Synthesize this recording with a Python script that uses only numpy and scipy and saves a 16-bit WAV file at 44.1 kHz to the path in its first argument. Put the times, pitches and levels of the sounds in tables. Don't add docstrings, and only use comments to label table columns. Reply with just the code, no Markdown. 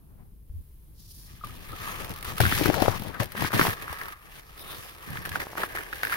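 import sys
import numpy as np
from scipy import signal
from scipy.fft import rfft, irfft
from scipy.io import wavfile

SR = 44100
rng = np.random.default_rng(int(sys.argv[2]) if len(sys.argv) > 2 else 0)


def level_to_linear(level):
    exponent = np.asarray(level, float) / 20
    return 10 ** exponent


def to_wav(sig):
    pcm = np.clip(np.atleast_2d(sig), -1, 1) * 32767
    pcm = np.round(pcm).astype(np.int16)
    wavfile.write(sys.argv[1], SR, pcm.T)


N = 271656

# peak t/s, fibre level/dB, swell/s per 10 dB, fade/s per 10 dB, casing ring re fibre/dB
CRUMPLE_STROKES = [(1.3, -65, .1, .6, 3), (1.445, -56, .01, .1, 4), (1.56, -57, .2, .3, 3),
                   (1.69, -53, .1, .15, 5), (1.885, -46, .13, .14, 9), (2.01, -47, .03, .12, 5),
                   (2.096, -50, .006, .3, 8), (2.117, -51, .3, .02, 8), (2.17, -58, .1, .3, 13),
                   (2.246, -50, .004, .3, 9), (2.302, -47.5, .1, .05, 6), (2.38, -50, .04, .05, 12),
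                   (2.402, -35, .002, .3, 0), (2.522, -36.5, .02, .08, 0), (2.575, -37, .12, .3, 0),
                   (2.657, -38, .02, .08, 0), (2.74, -42, .02, .1, 0), (2.82, -39, .06, .12, 1),
                   (2.9, -45, .3, .25, 3), (2.982, -51, .5, .04, 3), (3.07, -51, .15, .06, 3),
                   (3.15, -57, .05, .12, 15), (3.199, -39, .003, .08, 9), (3.233, -50, .1, .025, 8),
                   (3.29, -61, .1, .2, 8), (3.365, -49, .022, .2, 10), (3.43, -41, .07, .1, 10),
                   (3.486, -49, .3, .016, 10), (3.505, -53, .004, .2, 15), (3.531, -40, .003, .9, 6),
                   (3.56, -39, .1, .9, 5), (3.66, -37.5, .5, .1, 6), (3.738, -46, .25, .01, 9)]
SMOOTHING_STROKES = [(3.83, -52, .15, .04, 14), (3.93, -52, .1, .15, 14), (4.015, -52.5, .02, .25, 14),
                     (4.13, -61, .2, .04, 17), (4.26, -63, .1, .3, 10), (4.345, -58, .04, .4, 4),
                     (4.4, -61, .4, .03, 4), (4.49, -63, .1, .3, 8), (4.59, -57, .05, .3, 6),
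                     (4.718, -49.5, .08, .15, 5), (4.84, -52, .1, .15, 5), (5.02, -58, .15, .5, 10),
                     (5.175, -53, .14, .15, 13), (5.255, -51, .015, .08, 12), (5.316, -52, .004, .2, 12),
                     (5.357, -48, .02, .06, 13), (5.398, -48, .005, .3, 12), (5.435, -51, .3, .01, 12),
                     (5.5, -57, .4, .4, 6), (5.578, -48, .012, .15, 10), (5.64, -46, .1, .04, 10),
                     (5.69, -54, .1, .3, 12), (5.749, -47, .003, .11, 11), (5.89, -55, .1, .3, 6),
                     (5.927, -50, .004, .2, 8), (6.03, -48, .005, .3, 6), (6.125, -44.5, .06, .5, 14)]
# t/s, pressure/dB, skin slip re pressure/dB, cupping toward the high mode/dB, lean left-right/dB
GRIP = [(0.0, -46, -19, 0, 1.5), (0.21, -42, -15, 0, 4.5), (0.4, -49, -32, 0, 4), (1.15, -48, -21, 0, 2),
        (1.42, -45, -16, -2, 3), (2.0, -49, -7, -6, 7), (2.38, -44, -10, -5, 5), (2.55, -41, -17, 5, 5),
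        (2.72, -43, -5, -4, 19), (2.95, -42, -9, -3, 13), (3.5, -48, -6, 4, 9), (3.66, -51, -3, 0, 1),
        (4.15, -54, -5, -4, 1), (5.03, -55, -3, -5, -1), (5.08, -40, -15, 2, 0), (5.33, -44, -10, 1, 0),
        (5.45, -55, 3, 5, -0.5), (6.16, -58, 0, 6, -0.5)]
# f/Hz, width/Hz, left-right likeness
CASING_MODES = [(1220, 300, .7), (1660, 400, .4)]
MODE_DB = [-2.2, -1.2]
# f/Hz, level/dB per Hz
FIBRE_COLOUR = [(1500, -5), (2200, -8), (3500, -9.5), (4950, -15.5), (6500, -18), (8000, -20)]
# f/Hz, level/dB per Hz
SIZZLE_COLOUR = [(6500, -24.5), (7600, -20.5), (9000, -3.5), (10400, -1.5), (12500, -1.5), (15800, -4)]
FOLD_EDGES = [1400, 2300, 3200, 4400, 5800, 8200]
# f/Hz, level/dB per Hz
PUSH_COLOUR = [(18, 11), (30, -3), (91, 4.5), (189, 1), (220, -4), (350, -11.5), (460, -45), (770, -120)]
# f/Hz, width/Hz
SCRUB_BANDS = [(360, 370), (680, 486)]
# t/s, peak level/dB, ring f/Hz, crack re ring/dB
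SNAPS = [(1.874, -30.5, 1080, -20), (2.249, -34, 1180, 5), (2.257, -34, 1060, -16), (2.319, -33, 1140, -3),
         (2.38, -29, 1200, 6), (2.402, -17, 760, 4), (2.403, -16, 1600, -8), (2.435, -19, 1400, -12),
         (2.4515, -14, 1600, -12), (2.462, -18, 1400, -13), (2.522, -15, 1500, -11),
         (2.514, -25, 1100, -20), (2.554, -25, 1890, -5), (2.577, -23, 1120, 1), (2.656, -15, 1500, -3),
         (2.698, -15, 700, -29), (2.74, -21, 950, -1), (2.82, -22, 880, 3), (2.858, -22, 905, -16),
         (2.88, -14.5, 790, -17), (3.02, -36, 899, -17), (3.2, -20, 900, -11), (3.318, -38, 1470, 9),
         (3.529, -25, 1000, -4), (3.461, -25, 1700, -6), (3.626, -21, 1600, -6), (3.351, -30.5, 1290, -10),
         (3.376, -25, 1540, -5), (3.42, -25, 1020, 0.5), (3.445, -27, 970, -16), (3.504, -33, 1240, -11),
         (3.535, -21, 1090, -4), (3.593, -12.5, 1300, -18), (3.611, -13, 1400, -16), (3.517, -26, 1500, -3),
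         (3.65, -20, 850, -14), (3.694, -24, 1500, -10)]
LIGHT_SNAPS = [(3.878, -30, 1300, -6), (3.894, -32, 1190, -8), (3.926, -30, 990, 2),
               (4.012, -25.5, 1570, -9), (4.054, -32, 1240, -2), (4.081, -32, 1270, -2),
               (5.154, -33.5, 1050, -6), (5.17, -26.5, 1640, -11), (5.251, -27, 1460, -1),
               (5.257, -25, 1500, -10), (5.316, -27, 1600, -8), (5.355, -18, 1450, -14),
               (5.399, -25, 1750, -8), (5.573, -28, 1410, -15), (5.632, -17, 1500, -12),
               (5.751, -30, 1740, 0), (5.579, -25, 1400, -10), (5.757, -27, 1700, -10),
               (5.771, -26, 1500, -10), (5.783, -27, 1600, -10), (5.806, -31, 1700, -12),
               (5.863, -34, 1700, -12), (5.932, -25, 1500, -16), (6.04, -29, 1750, -12),
               (6.127, -21, 1750, -10), (6.138, -21, 1800, -8), (5.416, -28, 1600, -6),
               (5.927, -24, 1600, -14), (6.031, -17, 1650, -7), (6.0485, -20, 1650, -8),
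               (6.068, -22, 1700, -10), (6.095, -28, 1650, -4), (6.122, -18, 1450, -10)]
# f/Hz, level/dB per Hz
CRACK_COLOUR = [(1300, -4), (2500, -4), (4950, -8), (7600, -20), (9000, -9), (12500, -6), (15800, -9)]
# t/s, peak level/dB, ring f/Hz, low swing re peak/dB
KNOCKS = [(2.401, -17, 615, 4), (2.432, -26, 301, -4), (2.451, -29, 224, 2), (2.46, -33, 220, 13),
          (2.523, -27, 256, -20), (2.611, -19, 317, -14), (2.656, -17, 358, -5), (2.676, -26, 220, 0),
          (2.69, -16, 239, -9), (2.697, -20, 300, -31), (2.739, -28, 221, -16), (2.819, -17, 280, -27),
          (2.823, -10.5, 655, -17), (2.858, -19, 800, -25), (2.88, -9.5, 513, -8), (2.997, -34, 220, -1),
          (3.018, -34, 210, -15), (3.2, -28.5, 218, 7.5), (3.219, -32, 546, -4), (3.421, -24, 260, -5),
          (3.446, -28, 300, -5), (3.533, -31.5, 323, 2), (3.546, -24, 225, 2), (3.562, -27, 226, -10),
          (3.594, -15, 330, -24), (3.613, -23, 221, -5), (3.665, -27, 221, -10), (3.681, -28, 300, 5)]
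BUMPS = [(1.438, -44, 600, 3), (1.693, -49, 440, 11), (1.732, -39, 330, -8), (2.102, -44, 336, 9),
         (3.899, -48, 538, 14.5), (4.78, -53, 649, 14), (5.075, -41, 216, -5), (5.272, -40, 525, -20),
         (5.31, -45, 300, 11), (5.355, -29, 760, -25), (5.75, -29, 720, -30), (5.153, -45, 300, 10),
         (6.031, -29, 620, -30), (6.095, -39, 700, -25)]
# start t/s, length/s, level/dB,
# from f/Hz, to f/Hz
SLIDES = [(0.495, .14, -38, 62, 82), (2.603, .03, -29, 300, 420), (2.655, .06, -28, 380, 260),
          (2.75, .07, -32, 500, 760), (2.82, .05, -31, 700, 450), (2.885, .09, -39, 1000, 1150),
          (3.125, .055, -43, 1300, 1600), (3.43, .04, -36, 1750, 1800), (4.66, .1, -53, 1200, 1250),
          (2.402, .05, -25, 130, 95), (2.403, .015, -29, 550, 450), (3.53, .05, -29, 210, 180),
          (3.6, .1, -37, 200, 200), (3.198, .025, -31, 150, 110), (3.36, .1, -36, 190, 170),
          (3.2, .04, -33, 560, 500)]
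# t/s, peak level/dB, pitch f/Hz
POPS = [(2.611, -24, 900), (2.679, -22, 700), (3.349, -28, 500), (3.422, -20, 700), (3.446, -23, 800),
        (3.504, -30, 500), (3.537, -22, 800), (3.668, -11, 1150), (3.679, -15, 1150), (3.822, -31, 900),
        (3.928, -28, 900), (4.021, -31, 900), (5.29, -28, 1300), (5.459, -36, 1900), (5.468, -25, 850),
        (5.484, -36, 1900), (5.531, -25, 900), (5.553, -23.5, 1000), (5.601, -26, 800), (5.611, -28, 800),
        (5.637, -16, 900)]
# t/s, peak level/dB
TICKS = [(1.4692, -35), (2.0023, -32.5), (2.0447, -28), (2.1041, -31.5), (2.0935, -35), (2.137, -33),
         (2.16, -32), (2.174, -35), (2.185, -34), (2.208, -35), (3.667, -20), (3.034, -32), (3.081, -34),
         (2.226, -26), (2.2855, -32), (2.334, -37), (2.355, -36), (2.366, -33), (1.444, -36), (1.7177, -38),
         (3.019, -32), (3.241, -31), (3.985, -33), (4.033, -33), (4.5925, -37), (4.982, -41), (5.102, -33),
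         (5.956, -35), (2.666, -24), (2.245, -30), (2.4128, -18.5), (2.995, -30), (3.2306, -26.5),
         (3.2555, -31), (3.8215, -30), (3.143, -40), (4.123, -41.5), (5.2909, -26)]
# t/s, peak level/dB, ring f/Hz
TAPS = [
    (1.4098, -39, 1260),
    (1.4361, -24.5, 1197),
    (1.4694, -45, 1000),
    (1.493, -39, 1240),
    (1.7177, -39, 1220),
    (1.7295, -31.5, 1270),
]
# start t/s, length/s, level/dB, band f/Hz, width/Hz
SWISHES = [
    (0.93, 0.5, -59.5, 4700, 3600),
    (4.57, 0.07, -52, 3700, 600),
    (4.63, 0.15, -51, 3650, 500),
    (1.74, .3, -60, 6500, 500),
    (1.05, .25, -66, 9500, 900),
    (4.575, 0.06, -56, 5100, 700),
    (4.8, .14, -60, 5000, 900),
]
# t/s, level/dB
RUMBLE_LEVEL = [(0.0, -55.5), (2.18, -54), (2.59, -47), (2.86, -59), (4.51, -62), (6.16, -57)]
# f/Hz, level/dB per Hz
RUMBLE_COLOUR = [(20, 2.5), (49, 3.5), (75, -1.5), (135, -8), (212, -25), (400, -26), (900, -47)]
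# f/Hz, level/dB per Hz
HISS_COLOUR = [(900, -12), (1400, -18), (4000, -19), (7600, -23), (9500, -13), (12100, -8), (15900, -12)]
# t/s, level/dB
HISS_GAIN = [(0.0, -3), (0.45, -4.5), (0.56, 0), (6.16, 0)]

MEAN_STROKE_DB, REST_DB = -55, -70
BRIGHT_RING_HZ = 1420


def rms_one(x):
    return x / np.sqrt(np.mean(x ** 2) + 1e-20)


def rise(t, time_s):
    return 1 - np.exp(-t / time_s)


def decay(t, t60_s):
    return level_to_linear(-60 * t / t60_s)


def in_time(rows):
    s, *columns = np.transpose(rows)
    return [np.interp(np.arange(N) / SR, s, column) for column in columns]


def panned(pan_db):
    left, right = level_to_linear(pan_db / 2), level_to_linear(-pan_db / 2)
    return np.array([left, right]) * np.sqrt(2 / (left ** 2 + right ** 2))


def lean(share):
    return 0.6 + share * in_time(GRIP)[-1]


def drift(rate):
    r = np.exp(-16 * np.pi * rate / SR)
    noise = rng.standard_normal(N // 8 + 4002)
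    slow = signal.lfilter([1], [1, -2 * r, r * r], noise)[4000:]
    return np.interp(np.arange(N) / 8, np.arange(len(slow)), rms_one(slow))


def colour(x, spectrum):
    hz = np.maximum(np.fft.rfftfreq(x.shape[-1], 1 / SR), 1)
    at, level = np.transpose(spectrum)
    octaves_outside = np.maximum(np.log2(at[0] / hz), 0) + np.maximum(np.log2(hz / at[-1]), 0)
    gain = level_to_linear(np.interp(np.log(hz), np.log(at), level) - 90 * octaves_outside)
    return rms_one(irfft(rfft(x) * gain, x.shape[-1]))


def resonate(x, hz, width_hz):
    r = np.exp(-np.pi * width_hz / SR)
    poles = [1, -2 * r * np.cos(2 * np.pi * hz / SR), r * r]
    return signal.lfilter((1 - r * r) / 2 * np.array([1, 0, -1]), poles, x)


def at_ports(noise, alike):
    alike = np.clip(alike, -1, 1)
    return np.array([noise[0], alike * noise[0] + np.sqrt(1 - alike ** 2) * noise[1]])


def across(noise, alike):
    left, right = at_ports(noise, alike)
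    return np.array([left, np.roll(right, 9)])


def sideways(noise, alike):
    alike = np.clip(alike, -1, 1)
    quarter = signal.hilbert(noise[0]).imag
    return np.array([noise[0], alike * quarter + np.sqrt(1 - alike ** 2) * noise[1]])


def grains(per_s, spread_db, clump, smooth):
    born = rng.random(N) < per_s * clump / SR
    sizes = level_to_linear(spread_db * np.minimum(rng.exponential(1, N), 3.5)) * born
    clicks = rms_one(sizes * rng.standard_normal((2, N)))
    friction = np.sqrt(clump / clump.mean()) * rng.standard_normal((2, N))
    share = np.clip(smooth, 0, 1)
    return np.sqrt(1 - share) * clicks + np.sqrt(share) * friction


def strokes():
    peak_s, level_db, swell_s, fade_s, ring_db = np.transpose(CRUMPLE_STROKES + SMOOTHING_STROKES)
    t = np.arange(N) / SR
    coming = np.searchsorted(peak_s, t)
    last, ahead = np.maximum(coming - 1, 0), np.minimum(coming, len(peak_s) - 1)
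    fade_db = 10 * (t - peak_s[last]) / np.maximum(fade_s[last], 1e-3)
    swell_db = 10 * (peak_s[ahead] - t) / np.maximum(swell_s[ahead], 1e-3)
    fading = level_to_linear(level_db[last] - fade_db) * (coming > 0)
    swelling = level_to_linear(level_db[ahead] - swell_db) * (coming == ahead)
    fibre = np.hypot(fading, swelling)
    ring = np.hypot(fading * level_to_linear(ring_db[last]), swelling * level_to_linear(ring_db[ahead]))
    return 20 * np.log10(fibre + 1e-6), 20 * np.log10(ring + 1e-6)


def folds(x):
    out = 0
    for k, edges in enumerate(zip(FOLD_EDGES, FOLD_EDGES[1:])):
        band = signal.sosfilt(signal.butter(2, edges, "band", fs=SR, output="sos"), x)
        out = out + (-1) ** k * level_to_linear(1.8 * drift(9)) * band
    return rms_one(out)


def drag():
    fibre_db, ring_db = strokes()
    _, _, cupping_db, lean_db = in_time(GRIP)
    sizzle_db = MEAN_STROKE_DB + 0.1 + 0.99 * (fibre_db - MEAN_STROKE_DB) - 0.2 * lean_db
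    clump = level_to_linear(1.8 * drift(30) + 3.0 * drift(100))
    coarse = grains(1000, 2.6, clump, smooth=0.35)
    fine = grains(1500, 2.7, clump, smooth=0.62)
    out = level_to_linear(fibre_db + 2.8) * folds(colour(across(fine, 0.3), FIBRE_COLOUR))
    out += level_to_linear(sizzle_db + 0.2) * colour(fine, SIZZLE_COLOUR)
    mode_levels = (MODE_DB[0] - cupping_db / 2, MODE_DB[1] + cupping_db / 2)
    for (hz, width_hz, alike), mode_db in zip(CASING_MODES, mode_levels):
        ring = resonate(resonate(across(coarse, alike), hz, width_hz), hz, 2 * width_hz)
        out += level_to_linear(ring_db + mode_db - 4.8) * rms_one(ring)
    return out * panned(lean(0.1))


def grip():
    pressure_db, slip_db, _, pan_db = in_time(GRIP)
    swing_db = np.maximum(strokes()[0], REST_DB) - MEAN_STROKE_DB
    clump = level_to_linear(3.9 * drift(16))
    pushes = sideways(grains(80, 1.44, clump, smooth=0.72), 0.65)
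    out = level_to_linear(pressure_db + 0.7 * swing_db - 2.0) * colour(pushes, PUSH_COLOUR)
    slips = sideways(grains(500, 1.5, clump, smooth=0.7), 0.6)
    for (hz, width_hz), band_db in zip(SCRUB_BANDS, (0.3, -5.5)):
        scrub = rms_one(resonate(resonate(slips, hz, width_hz), hz, 2 * width_hz))
        out += level_to_linear(pressure_db + slip_db + 0.8 * swing_db + band_db + 2.0) * scrub
    return out * panned(pan_db)


def snaps():
    events = SNAPS + LIGHT_SNAPS
    out, t = np.zeros((2, N + 3000)), np.arange(3000) / SR
    chance = rng.standard_normal((len(events), 2, 2, 3000))
    cracks = colour(chance[:, 0], CRACK_COLOUR)
    dull, bright = lean(0.98), lean(0.45)
    load = rise(t, 0.0006)
    slip_shape = load * (decay(t, 0.0055) + 0.07 * decay(t, 0.045))
    tear_shape = load * (decay(t, 0.011) + 0.32 * decay(t, 0.086))
    for (s, peak_db, ring_hz, crack_db), noise, crack in zip(events, chance[:, 1], cracks):
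        high = ring_hz > BRIGHT_RING_HZ
        contact = across(noise, CASING_MODES[int(high)][2]) * slip_shape
        ring = resonate(resonate(contact, ring_hz, 560.0), ring_hz, 800.0)
        ring = ring / np.abs(ring).max(axis=1, keepdims=True)
        snap = 1.35 * level_to_linear(-2.5 * high) * ring + level_to_linear(crack_db - 5.0) * crack * tear_shape
        i = round(s * SR)
        toward = dull if ring_hz < 1150 else bright
        out[:, i:i + 3000] += level_to_linear(peak_db) * snap * panned(toward[i])[:, None]
    return out[:, :N]


def knocks():
    events = KNOCKS + BUMPS
    out, t = np.zeros((2, N + 6000)), np.arange(6000) / SR
    chance = rng.random((len(events), 4))
    toward = lean(0.85)
    detune = np.array([[1], [1.13]])
    for (s, peak_db, ring_hz, swing_db), (pitch, sign, ahead, place) in zip(events, chance):
        i = round(s * SR)
        turn = np.array([[0], [1.4 * np.sign(ahead - 0.5)]])
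        ring = np.sin(2 * np.pi * ring_hz * detune * t + turn) * rise(t, 0.0003) * decay(t, 5.84 / ring_hz)
        swing_hz = (80 + 35 * pitch) * (0.7 if swing_db > 15 else 1)
        swing = np.sin(2 * np.pi * swing_hz * t + turn) * rise(t, 0.004) * decay(t, 0.09)
        gains = panned(toward[i] + 3.0 * (2 * place - 1)) * np.sign(sign - 0.5)
        blow = 2.14 * ring - 1.32 * level_to_linear(swing_db) * swing
        out[:, i:i + 6000] += level_to_linear(peak_db) * gains[:, None] * blow
    return out[:, :N]


def slides():
    out, toward = np.zeros((2, N)), lean(0.9)
    for start_s, long_s, level_db, from_hz, to_hz in SLIDES:
        i, along = round(start_s * SR), np.linspace(0, 1, round(long_s * SR))
        noise = rng.standard_normal((2, 2, SR // 4))
        half_width_hz = 0.45 * (from_hz + to_hz) / 4
        lowpass = signal.butter(2, half_width_hz, fs=SR, output="sos")
        rough = signal.sosfilt(lowpass, noise)[..., -len(along):]
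        phase = 2 * np.pi * np.cumsum(from_hz + (to_hz - from_hz) * along) / SR
        band = at_ports(rough[:, 0] * np.cos(phase) + rough[:, 1] * np.sin(phase), 0.5)
        swell = np.sqrt(np.abs(np.sin(np.pi * along)))
        out[:, i:i + len(along)] += level_to_linear(level_db) * rms_one(band) * swell * panned(toward[i])[:, None]
    return out


def pops():
    out, t = np.zeros((2, N)), np.arange(600) / SR
    toward = lean(0.4)
    for s, peak_db, pitch_hz in POPS:
        i = round(s * SR)
        shape = rise(t, 1 / (12 * pitch_hz)) * decay(t, 3.4 / pitch_hz)
        pulse = np.sin(2 * np.pi * pitch_hz * t) * shape
        out[:, i:i + 600] -= level_to_linear(peak_db + 2) * pulse * panned(toward[i])[:, None]
    return out


def ticks():
    out, t = np.zeros((2, N)), np.arange(1500) / SR
    puffs = colour(rng.standard_normal((len(TICKS), 2, 1500)), CRACK_COLOUR)
    shape = decay(t, 0.016) + 0.25 * decay(t, 0.06)
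    for (s, peak_db), puff in zip(TICKS, puffs):
        i = round(s * SR)
        out[:, i:i + 1500] += level_to_linear(peak_db - 7.5) * shape * puff
    return out


def taps():
    out, t = np.zeros(N), np.arange(3000) / SR
    shape = rise(t, 0.002) * decay(t, 0.042)
    for s, peak_db, ring_hz in TAPS:
        i = round(s * SR)
        out[i:i + 3000] += level_to_linear(peak_db) * shape * np.sin(2 * np.pi * ring_hz * t)
    return 1.1 * out * panned(4.0)[:, None]


def sleeve():
    out, noise = np.zeros((2, N)), rng.standard_normal((2, N))
    sizzle, flicker_db = 1.1 * colour(noise, SIZZLE_COLOUR), 2.5 * drift(25)
    for start_s, long_s, level_db, hz, width_hz in SWISHES:
        along = np.clip((np.arange(N) / SR - start_s) / long_s, 0, 1)
        swell = np.abs(np.sin(np.pi * along)) * (along < 1)
        band = rms_one(resonate(resonate(noise, hz, width_hz), hz, width_hz))
        out += level_to_linear(level_db + flicker_db) * swell * (band + sizzle)
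    return out


def room(x):
    t = np.arange(SR // 3) / SR
    tail = rng.standard_normal((2, len(t))) * decay(t, 0.083) * (t > 0.004)
    tail /= np.sqrt(np.sum(tail ** 2, axis=1, keepdims=True))
    airborne = signal.sosfilt(signal.butter(1, [500, 6000], "band", fs=SR, output="sos"), x)
    return level_to_linear(-27) * signal.fftconvolve(airborne, tail, axes=1)[:, :N]


def floor():
    shared = at_ports(rng.standard_normal((2, N)), 1.0)
    rumble = colour(shared, RUMBLE_COLOUR) * level_to_linear(in_time(RUMBLE_LEVEL)[0] + 2.5)
    hiss = level_to_linear(-66.5 + in_time(HISS_GAIN)[0]) * colour(rng.standard_normal((2, N)), HISS_COLOUR)
    return rumble * panned(1.3)[:, None] + hiss


def scene():
    contact = drag() + grip() + snaps() + knocks() + taps() + ticks() + sleeve() + pops() + slides()
    build_s = 0.0013
    contact = np.pad(contact, ((0, 0), (round(build_s * SR), 0)))[:, :N]
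    return contact + room(contact) + floor()


def band_limit(x):
    return signal.sosfilt(signal.butter(12, 16660, fs=SR, output="sos"), x)


def record(dry):
    rounded = 1.31 * np.tanh(dry / 0.94)
    mix = signal.sosfilt(signal.cheby2(20, 60, 16200, fs=SR, output="sos"), rounded)
    return band_limit(mix)


dry = scene()
out = record(dry)
to_wav(out)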